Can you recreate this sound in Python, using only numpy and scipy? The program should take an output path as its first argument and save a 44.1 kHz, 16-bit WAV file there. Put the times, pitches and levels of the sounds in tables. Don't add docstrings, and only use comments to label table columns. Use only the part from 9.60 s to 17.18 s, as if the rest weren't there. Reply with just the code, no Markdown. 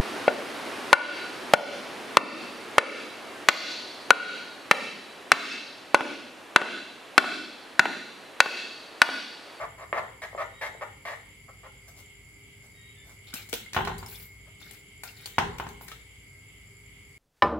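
import sys
import numpy as np
from scipy import signal
from scipy.fft import rfft, irfft
from scipy.io import wavfile
from scipy.ndimage import uniform_filter1d

SR = 44100
rng = np.random.default_rng(int(sys.argv[2]) if len(sys.argv) > 2 else 0)


def to_wav(s):
    ch = np.atleast_2d(s).T
    pcm = np.round(np.clip(ch, -1, 1) * 32767)
    wavfile.write(sys.argv[1], SR, pcm.astype(np.int16))


N = 334278
T = np.arange(N) / SR

# f/Hz, t60/s, energy/dB
HULL_MODES = [(524, 0.042, -33), (647, 0.033, -6.5), (790, 0.0034, 1), (1156, 0.0076, 6.5),
              (1340, 0.0046, -10), (1864, 0.0076, 7), (2053, 0.029, -5)]
# t/s, peak/dB, contact f/Hz, rattle/dB re peak, shove peak/dB
BASIN_HITS = [(4.165, -11, 2880, 2, -20.5), (4.2738, -17, 1880, -1, -28), (4.428, -29, 1380, -27, -40),
              (5.783, -5, 2900, -21, -25.5), (5.999, -17.5, 2190, -16, -44),
              (6.067, -26.5, 1450, -29, -33.5), (6.211, -34, 1050, -18, -42)]
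# t/s, spray/dB, slap/dB, left minus right/dB
PADDLE_SLAPS = [(3.738, -22, -33.5, 2.5), (3.889, -36, -60, 6), (3.9284, -23.5, -29, 11),
                (3.937, -24, -30.5, -9.5), (4.131, -25.5, -35, 0), (4.146, -29, -25.5, 6),
                (4.249, -38, -34.5, -9.5), (4.38, -34.5, -59, 6), (4.461, -33, -48, 3),
                (5.014, -48, -50, 11), (5.1096, -35, -48.5, 7.5), (5.434, -28.5, -35, 3.5),
                (5.658, -26.5, -34, 3.5), (5.9826, -36, -38, 6), (6.087, -40, -60, 10),
                (6.2813, -35.5, -40, 5.5), (6.316, -43, -36.5, 5.5)]


def undb(db):
    return 10 ** (np.asarray(db) / 20)


def level(x, db):
    return x * undb(db) / np.sqrt(np.mean(x ** 2) + 1e-20)


def peak(x, db):
    return x * undb(db) / np.sqrt(uniform_filter1d(x ** 2, size=132).max() + 1e-20)


def pan(x, left_db):
    return x * undb(np.array([[left_db], [-left_db]]) / 2)


def add(track, start_s, x):
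    i = max(int(start_s * SR), 0)
    track[..., i:i + x.shape[-1]] += x[..., :N - i]


def band(x, lo_hz, hi_hz):
    sos = signal.butter(2, [lo_hz, min(hi_hz, SR / 2 - 100)], "band", fs=SR, output="sos")
    return signal.sosfilt(sos, x)


def at_hz(hz, points):
    f, value = np.transpose(points)
    return np.interp(np.log(hz + 1), np.log(f), value)


def walk(rate_hz):
    step = int(SR / rate_hz)
    return uniform_filter1d(np.repeat(rng.standard_normal(N // step + 1), step), step)[:N]


def fade(t, t60_s):
    return np.exp(-np.log(1000) * t / t60_s)


def swell(start_s, attack_s, length_s, t60_s):
    return np.clip((T - start_s) / attack_s, 0, 1) * fade(np.clip(T - start_s - length_s, 0, 2), t60_s)


def ring(modes, length_s, rise=0.019):
    t = np.arange(int(length_s * SR)) / SR
    out = np.zeros(len(t))
    for hz, t60_s, db in modes:
        envelope = fade(t, t60_s) * (1 - np.exp(-t / (rise * t60_s)))
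        out += undb(db) / np.sqrt(t60_s) * envelope * np.sin(2 * np.pi * hz * t)
    return out


def blows(hits, modes, rise, low_hz, hardness):
    out, body = np.zeros(N), ring(modes, 0.93, rise)
    for start_s, db, contact_hz in hits:
        cutoff_hz = max(hardness * contact_hz, 2 * low_hz)
        add(out, start_s, peak(band(body, low_hz, cutoff_hz), db))
    return out


def chirp(hz, t60_s, glide):
    t = np.arange(int(t60_s * SR)) / SR
    return fade(t, t60_s) * np.sin(2 * np.pi * hz * t * (1 + glide * t / t60_s / 2))


def grains(times_s, sizes, lo_hz, hi_hz, cycles, samples):
    hz = rng.uniform(lo_hz, hi_hz, (len(times_s), 1))
    k = np.arange(300)
    waves = sizes[:, None] * np.sqrt(hz) * fade(k / SR, cycles / hz) * np.sin(2 * np.pi * hz * k / SR)
    waves *= rng.choice([-1, 1], (len(times_s), 1))
    index = (times_s * SR).astype(int)[:, None] + k
    return np.bincount(index.ravel(), waves.ravel(), samples)[:samples]


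def space(x, near_db, room_db, right_lag_samples=0):
    # f/Hz, t60/s
    room_decay = [(100, 0.96), (300, 0.65), (900, 0.45), (2500, 0.47), (6000, 0.39), (14000, 0.29)]
    t, hz = np.arange(SR) / SR, np.arange(SR // 2 + 1)
    mid, side = rfft(rng.standard_normal((2, SR)))
    width = hz / np.hypot(hz, 650)
    noise = irfft((mid + side * width * np.array([[1], [-1]])) / np.sqrt(1 + width ** 2), SR)
    edges_hz = np.geomspace(30, 20000, 10)
    tail = sum(band(noise, lo, hi) * fade(t, at_hz(np.sqrt(lo * hi), room_decay))
               for lo, hi in zip(edges_hz, edges_hz[1:]))
    tail *= np.clip(t / 0.016, 0, 1)
    near = noise[:, ::-1] * fade(t, t60_s=0.081) * (t > .001)
    response = (level(near, near_db) + level(tail, room_db)) / np.sqrt(SR)
    left, right = x * np.ones((2, 1))
    direct = np.array([left, np.roll(right, right_lag_samples)])
    return direct + signal.fftconvolve(np.atleast_2d(x), response, axes=1)[:, :N]


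def room_tone(rumble_db=-57, side_db=-13, hiss_db=-68):
    # f/Hz, relative density/dB
    spectrum = [(15, -44), (25, -32), (44, -10.5), (107, -3), (247, -18), (306, -15.5), (329, -24.5),
                (400, -18.5), (543, -28), (1800, -34), (2340, -70), (3960, -120)]
    hz = np.arange(N // 2 + 1) * SR / N
    mid, side = irfft(rfft(rng.standard_normal((2, N))) * undb(at_hz(hz, spectrum)), N)
    rumble = level(mid, 0) + level(side, side_db) * np.array([[1], [-1]])
    return rumble * undb(rumble_db) + level(rng.standard_normal((2, N)), hiss_db)


def motor(hum_gain_db=0.5, waver_db=2.5, right_lead_s=.00008, throb_period_s=.404, throb_peak_s=.89):
    # f/Hz, level/dB
    partials = [(53.8, -64), (102.3, -64), (301.5, -78.5), (403.7, -70), (1206, -84.5), (1308, -81.5),
                (1615, -83), (2019, -71), (2083, -79), (2164, -61), (2283, -67.5), (2842, -81)]
    # f/Hz, width/Hz, level/dB, throb/dB
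    hiss_bands = [(2150, 246, -58, 0), (3000, 640, -63.5, 3.5), (4800, 590, -71, -1),
                  (7320, 1400, -67.5, 0), (10770, 1300, -66, 0)]
    out = np.zeros((2, N))
    for hz, db in partials:
        phase = 2 * np.pi * hz * (T + np.array([[0], [right_lead_s]])) + .5 * walk(8)
        out += level(np.sin(phase) * undb(waver_db * walk(9)), db + hum_gain_db)
    throb = np.cos(2 * np.pi * (T - throb_peak_s) / throb_period_s)
    for hz, width_hz, db, throb_db in hiss_bands:
        hiss = band(rng.standard_normal((2, N)), hz - width_hz / 2, hz + width_hz / 2)
        out += level(hiss * undb(throb_db * throb + .5 * walk(5.4)), db)
    return out


def bearing(turn_s=.09416, chirp_s=.02, scatter_db=2, gain_db=-3):
    # t/s, f/Hz, peak/dB
    pattern = [(.005, 7550, -54), (.022, 7550, -60.5), (.047, 8100, -56), (.083, 7500, -59)]
    out = np.zeros(N)
    attack = np.minimum(np.arange(int(chirp_s * SR)) / 260, 1) ** 2
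    for start_s in np.arange(.003, T[-1] - turn_s / 2, turn_s):
        for offset_s, hz, db in pattern:
            tone = peak(chirp(hz, chirp_s, glide=-.12) * attack, db + scatter_db * rng.standard_normal())
            add(out, min(start_s + offset_s, T[-1]), tone)
    return out * undb(gain_db)


def squeals(waver=0.0099, gain_db=2):
    # t/s, length/s, fundamental f/Hz, level/dB
    events = [(.92, .11, 630, -59), (1.04, .14, 637, -66), (3.12, .22, 628, -62), (3.35, .1, 590, -62),
              (5.54, .16, 628, -62.5), (5.72, .08, 632, -60)]
    out, drift = np.zeros(N), 1 + waver * walk(150)
    for start_s, length_s, hz, db in events:
        phase = 2 * np.pi * hz * np.cumsum(drift[int(start_s * SR):int((start_s + length_s) * SR)]) / SR
        tone = undb(-4) * np.sin(3 * phase) + undb(-9) * np.sin(5 * phase) + np.sin(6 * phase)
        add(out, start_s, undb(db + gain_db) * tone * np.sin(np.linspace(0, np.pi, len(phase))))
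    return out


def bubbles():
    # t/s, f/Hz, peak/dB, t60/s
    pockets = [(3.731, 1460, -45, 0.065), (3.739, 241, -41.5, 0.035), (3.765, 2630, -40.5, .039),
               (3.932, 470, -27, 0.028), (4.062, 2100, -43, 0.085), (4.39, 4640, -45, 0.043),
               (4.463, 5230, -44, 0.021), (4.55, 3490, -46.5, .06), (5.025, 3580, -47, .05),
               (5.44, 1387, -51, 0.24), (5.489, 2710, -45, .029), (5.658, 4400, -34.5, 0.013),
               (6.317, 1277, -46.5, 0.066)]
    out = np.zeros(N)
    for start_s, hz, db, t60_s in pockets:
        add(out, start_s, peak(chirp(hz, t60_s, glide=0.13), db))
    return out


def drops(lo_hz, hi_hz, cycles, count, scatter_db=3):
    sizes = undb(scatter_db * np.minimum(rng.exponential(1, count), 4))
    return level(grains(rng.random(count) * T[-1], sizes, lo_hz, hi_hz, cycles, N), 0)


def wash(fizz_gain_db=-2, trickle_gain_db=-6):
    # t/s, length/s, fizz/dB, trickle/dB
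    sweeps = [(3.637, .035, -64, -48.5), (3.745, 0.055, -58, -51.5), (4.47, .15, -51.5, -55.5),
              (4.99, .16, -65.5, -57.5), (5.44, .04, -68, -54.5), (5.556, 0.071, -62.5, -55.5),
              (6.2, 0.065, -58, -68)]
    wake = sum(undb(spray_db) * swell(start_s, attack_s=.012, length_s=.012, t60_s=.3)
               for start_s, spray_db, _, _ in PADDLE_SLAPS)
    fizz_env, trickle_env = wake * undb(-35), wake * undb(-33)
    for start_s, length_s, fizz_db, trickle_db in sweeps:
        sweep = swell(start_s, attack_s=0.015, length_s=length_s, t60_s=0.27)
        fizz_env += undb(fizz_db) * sweep
        trickle_env += undb(trickle_db) * sweep
    fizz = drops(9300, 20000, cycles=15, count=3000) * fizz_env * undb(fizz_gain_db)
    trickle = drops(1600, 5200, cycles=13.4, count=2200) * trickle_env * undb(trickle_gain_db)
    return pan(fizz + trickle, left_db=3)


def splashes(spray_gain_db=-8, slap_gain_db=-3, scatter_db=6, tear_s=.0022, fall_s=0.038, fall_db=-19):
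    out = np.zeros((2, N))
    jolts = [(start_s, db - 23, db - 15.5, 4) for start_s, db, *_ in BASIN_HITS]
    falling = np.arange(40) % 2
    for start_s, spray_db, slap_db, left_db in PADDLE_SLAPS + jolts:
        times_s = rng.gamma(2, .5, len(falling)) * np.where(falling, fall_s, tear_s)
        sizes = undb(scatter_db * rng.standard_normal(len(falling)) + fall_db * falling)
        spray = grains(times_s, sizes, 4200, 17000, cycles=5, samples=SR // 4)
        slap = band(grains(times_s, sizes, 1100, 6200, cycles=6, samples=SR // 4), 200, 4500)
        splash = peak(spray, spray_db + spray_gain_db) + peak(slap, slap_db + slap_gain_db)
        add(out, start_s, pan(splash, left_db))
    return out


def finger_brushes(gain_db=-3):
    # t/s, length/s, level/dB, body/dB re level
    strokes = [(2.267, 0.04, -54, -3), (2.341, 0.098, -56, -5.5), (3.01, 0.079, -64, -1.5),
               (3.414, 0.16, -61.5, -1.5), (4.846, 0.068, -69, 6)]
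    out = np.zeros(N)
    for start_s, length_s, db, body_db in strokes:
        grit = (rng.standard_normal(SR // 4) ** 3)[:int(length_s * SR)]
        grit *= np.hanning(len(grit))
        add(out, start_s, level(band(grit, 1700, 12300), db) + level(band(grit, 480, 1800), db + body_db))
    return out * undb(gain_db)


def hull_ticks(gain_db=-5):
    # t/s, peak/dB, contact f/Hz
    knocks = [(.3283, -13, 1340), (.730, -35, 496), (.749, -25.5, 460), (1.149, -37, 380)]
    return blows(knocks, HULL_MODES, rise=0.0045, low_hz=367, hardness=1.95) * undb(gain_db)


def axle_creaks(jitter=0.27, scatter_db=2, gain_db=-2.5):
    # t/s, length/s, level/dB, brightness/dB, start-to-end swell/dB
    turns = [(0.0, 0.053, -34, -3.5, 0.5), (0.18, 0.062, -43, -1, 9), (.335, 0.06, -29.5, -2, 8.5),
             (.413, 0.041, -44, -8, 0), (0.619, 0.036, -35.5, 7, -1), (0.777, 0.057, -31, -2, 1.5),
             (1.012, 0.067, -33, 6.5, -6.5), (1.211, .025, -32.5, -2.5, 6), (1.452, 0.089, -36, 4.5, -4),
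             (1.883, 0.018, -48, -11, 9), (2.033, 0.038, -46.5, -3, 3)]
    out, samples = np.zeros(N), SR // 4
    for start_s, length_s, db, bright_db, swell_db in turns:
        effort_db = db + 34
        slip_hz = 620 + 7 * effort_db
        rub_db = -18 + 0.82 * bright_db - 0.23 * effort_db
        gap_noise, size_noise = rng.standard_normal((120, 2)).T
        times_s = np.cumsum(np.exp(jitter * gap_noise)) / slip_hz
        times_s -= times_s[0]
        sizes = undb(scatter_db * size_noise + swell_db * times_s / length_s) * (times_s < length_s)
        slips = np.bincount((times_s * SR).astype(int), sizes, SR)[:samples]
        modes = [(hz, t60_s, mode_db + bright_db * (hz > 1500)) for hz, t60_s, mode_db in HULL_MODES]
        creak = band(signal.fftconvolve(slips, ring(modes, .06))[:samples], 452, 2110)
        pressure = uniform_filter1d(slips, size=200)
        rub = level(band(pressure * rng.standard_normal(samples), 2270, 4830), 0)
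        rub += level(band(pressure * rng.standard_normal(samples), 4000, 11700), -5.5)
        turn = level(creak, db) + level(rub, db + rub_db)
        add(out, start_s, turn * np.sqrt(length_s * SR / samples))
    return out * undb(gain_db)


def basin_thumps(shove_contact_hz=183, rattle_s=.00267, rattle_step_db=2.23, gain_db=-6):
    # f/Hz, t60/s, energy/dB
    basin_modes = [(58.5, 2.4, -10), (124, 0.44, -8.5), (167.3, 0.43, -8), (259, 0.71, -19.5),
                   (312, 0.25, -8.5), (415, 0.1, 2.5), (805, .22, -5), (880, 0.07, -10), (971, 0.4, -11.5),
                   (1098, 0.16, -3), (1398, 0.12, -18.5), (1040, 0.012, 8.5), (1220, 0.0028, 11),
                   (1990, 0.0024, 4.5), (2720, 0.0045, -3)]
    hits = []
    for start_s, db, contact_hz, rattle_db, shove_db in BASIN_HITS:
        hits += [(start_s, db, contact_hz), (start_s, shove_db, shove_contact_hz)]
        for k in range(1, 5):
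            hits.append((start_s + rattle_s * k * k, db + rattle_db - rattle_step_db * k, contact_hz))
    return blows(hits, basin_modes, rise=0.066, low_hz=40, hardness=1.3) * undb(gain_db)


def scene():
    winding = axle_creaks() + finger_brushes() + hull_ticks()
    boat = space(winding, near_db=-2.5, room_db=-2.5, right_lag_samples=3)
    boat += space(basin_thumps(), near_db=0, room_db=-1)
    water = space(splashes(), near_db=-1.5, room_db=-1, right_lag_samples=5)
    water += space(wash(), near_db=7, room_db=-5.5)
    water += space(bubbles(), near_db=-0.5, room_db=-40)
    background = space(squeals(), near_db=-3, room_db=1) + motor()
    background += space(bearing(), near_db=-7, room_db=-8, right_lag_samples=7)
    return pan(boat, left_db=1.4) + water + background + room_tone()


def record(dry, low_hz=40, top_hz=15900):
    dry = signal.sosfilt(signal.butter(4, low_hz, "high", fs=SR, output="sos"), dry)
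    return signal.sosfilt(signal.ellip(10, .2, 70, top_hz, fs=SR, output="sos"), dry)


dry = scene()
out = record(dry)
to_wav(out)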